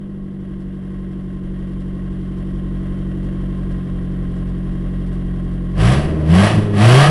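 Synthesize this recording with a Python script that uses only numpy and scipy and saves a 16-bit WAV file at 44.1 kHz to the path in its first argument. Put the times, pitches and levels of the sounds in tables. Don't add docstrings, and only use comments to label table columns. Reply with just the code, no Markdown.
import sys
import numpy as np
from scipy import signal
from scipy.fft import rfft, irfft
from scipy.io import wavfile

SR = 44100
rng = np.random.default_rng(int(sys.argv[2]) if len(sys.argv) > 2 else 0)


def wav_out(sig):
    wavfile.write(sys.argv[1], SR, np.round(np.clip(np.atleast_2d(sig).T, -1, 1) * 32767).astype(np.int16))


N = 313110
T = np.arange(N) / SR

# (time [s], firing rate [Hz])
IDLE_FIRING_RATE = [(0.0, 49.0), (0.49, 47.3), (1.47, 46.4), (3.56, 46.3), (4.0, 45.1), (4.9, 45.5),
                    (5.68, 44.5)]
REV_FIRING_RATE = [(5.74, 45.9), (5.75, 46.0), (5.982, 71.8), (6.126, 78.5), (6.246, 77.9), (6.3, 79.1),
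                   (6.406, 97.8), (6.5, 108.7), (6.78, 100.3), (7.012, 140.3), (7.1, 150.2)]
# (opens [s], shuts [s], boom trim [dB], rasp trim [dB], pause before rebound [s])
THROTTLE_STABS = [(5.716, 5.963, -4.5, 0, 0.012), (6.252, 6.5, -1.5, 0, 0.089),
                  (6.724, 7.073, -2, 1.5, 0.015)]
# (order [x firing rate], coasting level [dB], loaded level [dB])
EXHAUST_BOOM_ORDERS = [(1, -7.5, 3), (2, -15.5, -2), (3, -14, -8.5), (4, -16, -19)]
# (frequency [Hz], gain [dB])
PIPE_RESPONSE = [(45, -11), (60, -16), (80, -15), (103, -14), (117, -5.5), (140, -7), (160, -6),
                 (175, -4.5), (207, -9), (222, -16), (250, -21), (285, -31), (320, -13), (390, -6),
                 (435, -17), (480, -1), (600, -6)]
# (time [s], frequency [Hz], level [dB], t60 [s])
EXHAUST_THUMP = (6.54, 162, -8, .2)
# (order [x firing rate], full level [dB], swell up to that level [dB])
IDLE_NOTE_ORDERS = [(2, -33.5, 9.5), (3, -29.5, 8), (3.5, -49, -4.5), (4, -26, 4), (5, -39.5, 7.5),
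                    (6, -39.5, 7.5), (7, -45, 4), (7.75, -45, 2.5), (8.75, -50.5, 9.5), (10, -55.5, -3),
                    (11, -49.5, 16.5)]
# (frequency [Hz], relative level [dB])
GROWL_SPECTRUM = [(20, 3), (100, -5), (200, 9), (250, -6), (320, -0.5), (400, -8), (450, -3), (620, -5),
                  (760, -30), (1000, -14.5), (1800, -30), (4000, -39), (10000, -70)]
RASP_SPECTRUM = [(260, -28), (450, -0.5), (650, -3.5), (880, -7), (1120, -1.5), (1400, -8), (1950, -6.5),
                 (2400, -10.5), (2900, -10), (3700, -15.5), (5500, -23.5), (6700, -28.5), (9000, -26.5),
                 (10800, -22.5)]
BODY_PANEL_SPECTRUM = [(15, 0), (28, 5), (45, -11), (70, -16.5), (160, 8.5), (200, -2.5), (250, -11),
                       (310, -1.5), (350, -6), (400, -5.5), (435, -25.5), (700, -17.5), (1500, -49),
                       (8000, -80)]
IDLE_RUMBLE_SPECTRUM = [(15, -12.5), (27, 7), (42, 7), (60, -2.5), (110, -8.5), (170, -15.5), (245, -15.5),
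                        (330, -4.5), (395, -17.5), (440, -21.5), (600, -28.5), (1000, -82.5)]
VALVE_CLATTER_SPECTRUM = [(260, -35.5), (450, -3.5), (505, 1), (620, -5), (860, -15.5), (1000, -10.5),
                          (1400, -11), (1900, -12.5), (2100, -14), (2400, -22.5), (3100, -15), (4000, -28),
                          (6500, -38.5), (8000, -37.5), (10800, -30.5)]
METAL_CHATTER_SPECTRUM = [(1200, -12), (3200, 9.5), (4500, 4), (5500, 4.5), (6600, -7), (7800, 2.5),
                          (9400, -4.5), (10600, 0)]
# (frequency [Hz], width [Hz], gain [dB])
CABIN_RESONANCES = [(328, 16, 1), (393, 8, 4)]
INTAKE_RESONANCES = [(639, 19, 8), (737, 46, 6.5), (1095, 96, 1), (1561, 28, 7), (1860, 37, -11),
                     (2800, 250, -15)]
BAY_RESONANCES = [(1059, 15, 9), (1095, 12, 8), (1624, 8, 4), (1805, 19, -12), (1900, 14, 7.5),
                  (3460, 260, -14)]
# (frequency [Hz], full level [dB])
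WHINE_TONES = [(8620, -84), (8685, -83)]
# (time [s], relative level [dB])
TRIM_RATTLES = [(0.601, -52), (1.115, -53), (1.719, -53), (1.803, -54), (2.499, -54), (3.623, -52),
                (3.709, -49), (4.353, -49), (5.061, -50), (5.125, -48)]

IDLE_HZ = 45
SWELL_S = 3.2
REV_START_S, REV_FADE_S = 5.73, 0.082
LOAD_RISE_S, LOAD_EASE_S = 0.08, 0.054
DROP_DB, DROP_S, REBOUND_LOAD, REBOUND_S = -4, 0.015, 0.83, 0.019
GROWL_DB, GROWL_LOAD_DB, GROWL_DB_PER_HZ = -29, 1, 0.0443
RASP_DB, RASP_DB_PER_HZ, COAST_DB = -26, 0.0665, -23
RASP_RISE_S, RASP_LEAD_S, RASP_FALL_DB_PER_S = 0.15, 0.041, 99
IDLE_DB, IDLE_SWELL_DB, LOPE_DB, LOPE_FROM_ORDER = -24, 5, 2.5, 7
THROB_DB, THROB_BUILD_S = -23.5, 2.8
CLATTER_DB, CLATTER_SWELL_DB = -47.5, 7.5


def rev_exhaust(firings, speed_hz, load, boom_db):
    boom = 0
    for order, coast_db, loaded_db in EXHAUST_BOOM_ORDERS:
        gain = amp(coast_db + (loaded_db - coast_db) * load) * gain_at(PIPE_RESPONSE, order * speed_hz)
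        boom += gain * order_wave(firings, order, lag=0.1307, rough=0.19)
    uneven_timing = firings + 0.023 * wander(73)
    buzz = overtones(uneven_timing, uneven_db=-10, first_order=4) * amp(2 * wander(55))
    growl = colour(buzz, GROWL_SPECTRUM, CABIN_RESONANCES)
    rumble = colour(rng.standard_normal(N), BODY_PANEL_SPECTRUM, CABIN_RESONANCES)
    growl_db = GROWL_DB + GROWL_LOAD_DB * load + GROWL_DB_PER_HZ * (speed_hz - IDLE_HZ)
    return amp(boom_db) * boom + amp(growl_db) * (amp(4.5) * growl + amp(3.9) * rumble)


def intake_rasp(firings, speed_hz, open_db):
    rasp_db = RASP_DB + open_db + RASP_DB_PER_HZ * (speed_hz - IDLE_HZ)
    blows = cabin_reflections(knocks(firings, spread_db=2, count=48), t60=0.057, wet_db=4.5)
    gulps = puffs(firings, depth_db=1, cylinder_db=1.1)
    rasp = colour(gulps + amp(1.5) * blows, RASP_SPECTRUM, INTAKE_RESONANCES)
    hiss = colour(puffs(firings, depth_db=2, cylinder_db=1), METAL_CHATTER_SPECTRUM)
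    return amp(rasp_db + 4) * rasp + amp(1.2 * rasp_db - 3) * hiss


def throttle():
    load, boom_db, open_db = np.zeros(N), np.zeros(N), np.full(N, COAST_DB)
    for opens, shuts, boom_trim_db, rasp_trim_db, pause in THROTTLE_STABS:
        held = ramp(opens, LOAD_RISE_S) * (1 - ramp(shuts - LOAD_EASE_S, LOAD_EASE_S))
        boom_db += boom_trim_db * held + DROP_DB * np.exp(-((T - shuts) / DROP_S) ** 2)
        load += held + REBOUND_LOAD * np.exp(-((T - shuts - pause) / REBOUND_S) ** 2)
        swell = 1 - (1 - ramp(opens, RASP_RISE_S)) ** 2
        fall_db = RASP_FALL_DB_PER_S * np.maximum(T - shuts + RASP_LEAD_S, 0)
        open_db = np.maximum(open_db, COAST_DB + (rasp_trim_db - COAST_DB) * swell - fall_db)
    return load, boom_db, open_db


def exhaust_thump():
    start, hz, db, t60 = EXHAUST_THUMP
    age = np.maximum(T - start, 0)
    return amp(db - 60 * age / t60) * np.sin(2 * np.pi * hz * age)


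def idle_exhaust(firings, speed_hz):
    pulse = unit_rms(amp(LOPE_DB * np.cos(np.pi * firings / 2)))
    throb = amp(THROB_DB) * (1 - np.exp(-T / THROB_BUILD_S))
    orders = [(1, throb)]
    for order, db, swell_db in IDLE_NOTE_ORDERS:
        gain = amp(db - swell_db * still_quiet())
        orders.append((order, gain * pulse if order >= LOPE_FROM_ORDER else gain))
    note = 0
    for order, gain in orders:
        cabin_gain = abs(ringing(order * speed_hz, CABIN_RESONANCES))
        note += gain * cabin_gain * order_wave(firings, order, lag=0.132, rough=0.06)
    buzz = overtones(firings, uneven_db=-5.5, first_order=10) * amp(0.62 * wander(25))
    lope = amp(-13.5) * colour(buzz, BODY_PANEL_SPECTRUM, CABIN_RESONANCES)
    rumble = amp(-8) * colour(rng.standard_normal(N), IDLE_RUMBLE_SPECTRUM)
    return note + amp(IDLE_DB - IDLE_SWELL_DB * still_quiet()) * (lope + rumble)


def valve_gear(firings):
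    swell = amp(0.2 * wander(2.2) - CLATTER_SWELL_DB * still_quiet())
    taps = cabin_reflections(knocks(firings, spread_db=4, count=60), t60=0.074, wet_db=5.5)
    hiss = amp(-2) * puffs(firings, depth_db=1, cylinder_db=-0.5)
    drive = (taps + hiss) * amp(0.5 * wander(9.2))
    clatter = amp(4) * colour(drive, VALVE_CLATTER_SPECTRUM, BAY_RESONANCES)
    flutter = puffs(firings, depth_db=2.5, cylinder_db=2.5) * amp(2 * wander(18))
    chatter = amp(-17.5) * colour(flutter, METAL_CHATTER_SPECTRUM)
    whine = sum(amp(db) * np.sqrt(2) * np.sin(2 * np.pi * hz * T + wander(6)) for hz, db in WHINE_TONES)
    return swell * (amp(CLATTER_DB) * (clatter + chatter) + whine)


def trim_rattles(t60=0.16, rise_s=0.002):
    starts, db = np.transpose(TRIM_RATTLES)
    age = T[:SR // 4]
    shape = amp(-60 * age / t60) * (1 - np.exp(-age / rise_s))
    onsets = np.bincount(np.round(starts * SR).astype(int), amp(db), N)
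    envelope = signal.oaconvolve(onsets, shape)[:N]
    contacts = rng.standard_normal(N) * amp(2.5 * wander(120))
    return amp(-4.5) * envelope * colour(contacts, METAL_CHATTER_SPECTRUM)


def cabin_reflections(x, t60, wet_db):
    age = T[:SR // 5]
    tail = rng.standard_normal(len(age)) * amp(-60 * age / t60)
    return unit_rms(x + amp(wet_db) * signal.oaconvolve(x, tail / np.linalg.norm(tail))[:N])


def order_wave(firings, order, lag, rough):
    phase = 2 * np.pi * (order * firings - lag * order ** 2)
    each_firing = np.arange(int(firings[-1]) + 2)
    burns = rng.standard_normal((2, len(each_firing)))
    size_shake, phase_shake = (rough * np.interp(firings, each_firing, burn) for burn in burns)
    return np.sqrt(2) * ((1 + size_shake) * np.cos(phase) + phase_shake * np.sin(phase))


def overtones(firings, uneven_db, first_order, size=4096):
    orders = np.arange(160) / 4
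    levels = np.where(orders % 1 == 0, orders >= first_order, amp(uneven_db))
    cycle = irfft(levels * np.exp(2j * np.pi * rng.random(len(orders))), size)
    return unit_rms(np.interp(firings / 4 % 1, np.arange(size) / size, cycle))


def knocks(firings, spread_db, count):
    at_cycles = np.arange(120)[:, None] + rng.random(count)
    sizes = rng.choice([-1, 1], count) * amp(spread_db * rng.standard_normal(at_cycles.shape))
    at_samples = np.searchsorted(firings / 4, at_cycles.ravel())
    return unit_rms(np.bincount(at_samples, sizes.ravel(), N + 1)[:N])


def puffs(firings, depth_db, cylinder_db):
    phase = 2 * np.pi * firings
    swell_db = depth_db * np.cos(phase) + cylinder_db * np.cos(phase / 4)
    return unit_rms(rng.standard_normal(N) * amp(swell_db))


def colour(x, spectrum, modes=(), size=16384):
    hz = np.fft.rfftfreq(size, 1 / SR)
    impulse = np.fft.fftshift(irfft(gain_at(spectrum, hz) * ringing(hz, modes)))
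    return unit_rms(signal.oaconvolve(x, impulse, "same"))


def ringing(hz, modes):
    return 1 + sum(amp(db) / (1 + 2j * (hz - centre) / width) for centre, width, db in modes)


def gain_at(spectrum, hz):
    points_hz, db = np.transpose(spectrum)
    return amp(np.interp(np.log(hz + 1), np.log(points_hz), db))


def wander(rate_hz):
    t = T[::100]
    hz = np.fft.rfftfreq(len(t), t[1])
    slow = irfft(rfft(rng.standard_normal(len(t))) / (1 + (hz / rate_hz) ** 4), len(t))
    return np.interp(T, t, unit_rms(slow))


def ramp(start, length):
    return np.clip((T - start) / length, 0, 1)


def still_quiet():
    return 1 - ramp(0, SWELL_S)


def amp(db):
    return 10 ** (np.asarray(db) / 20)


def unit_rms(x):
    return x / np.sqrt(np.mean(x ** 2) + 1e-20)


def low_pass(x, hz):
    return signal.oaconvolve(x, signal.firwin(701, hz, window=("kaiser", 9), fs=SR)[None], "same")


def scene():
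    speed_hz = np.interp(T, *np.transpose(IDLE_FIRING_RATE + REV_FIRING_RATE))
    firings = np.cumsum(speed_hz * (1 + 0.002 * wander(9))) / SR
    load, boom_db, open_db = throttle()
    revs = rev_exhaust(firings, speed_hz, load, boom_db)
    revs += intake_rasp(firings, speed_hz, open_db) + exhaust_thump()
    idle = idle_exhaust(firings, speed_hz)
    revving = ramp(REV_START_S, REV_FADE_S)
    return (revving * revs + (1 - revving) * idle + valve_gear(firings) + trim_rattles())[None]


def record(dry):
    ceiling, knee = 0.76, 8
    squashed = dry / (1 + abs(dry / ceiling) ** knee) ** (1 / knee)
    clipped = np.clip(low_pass(squashed, hz=11130), -0.7, 0.7)
    return low_pass(clipped, hz=15740)


dry = scene()
out = record(dry)
wav_out(out)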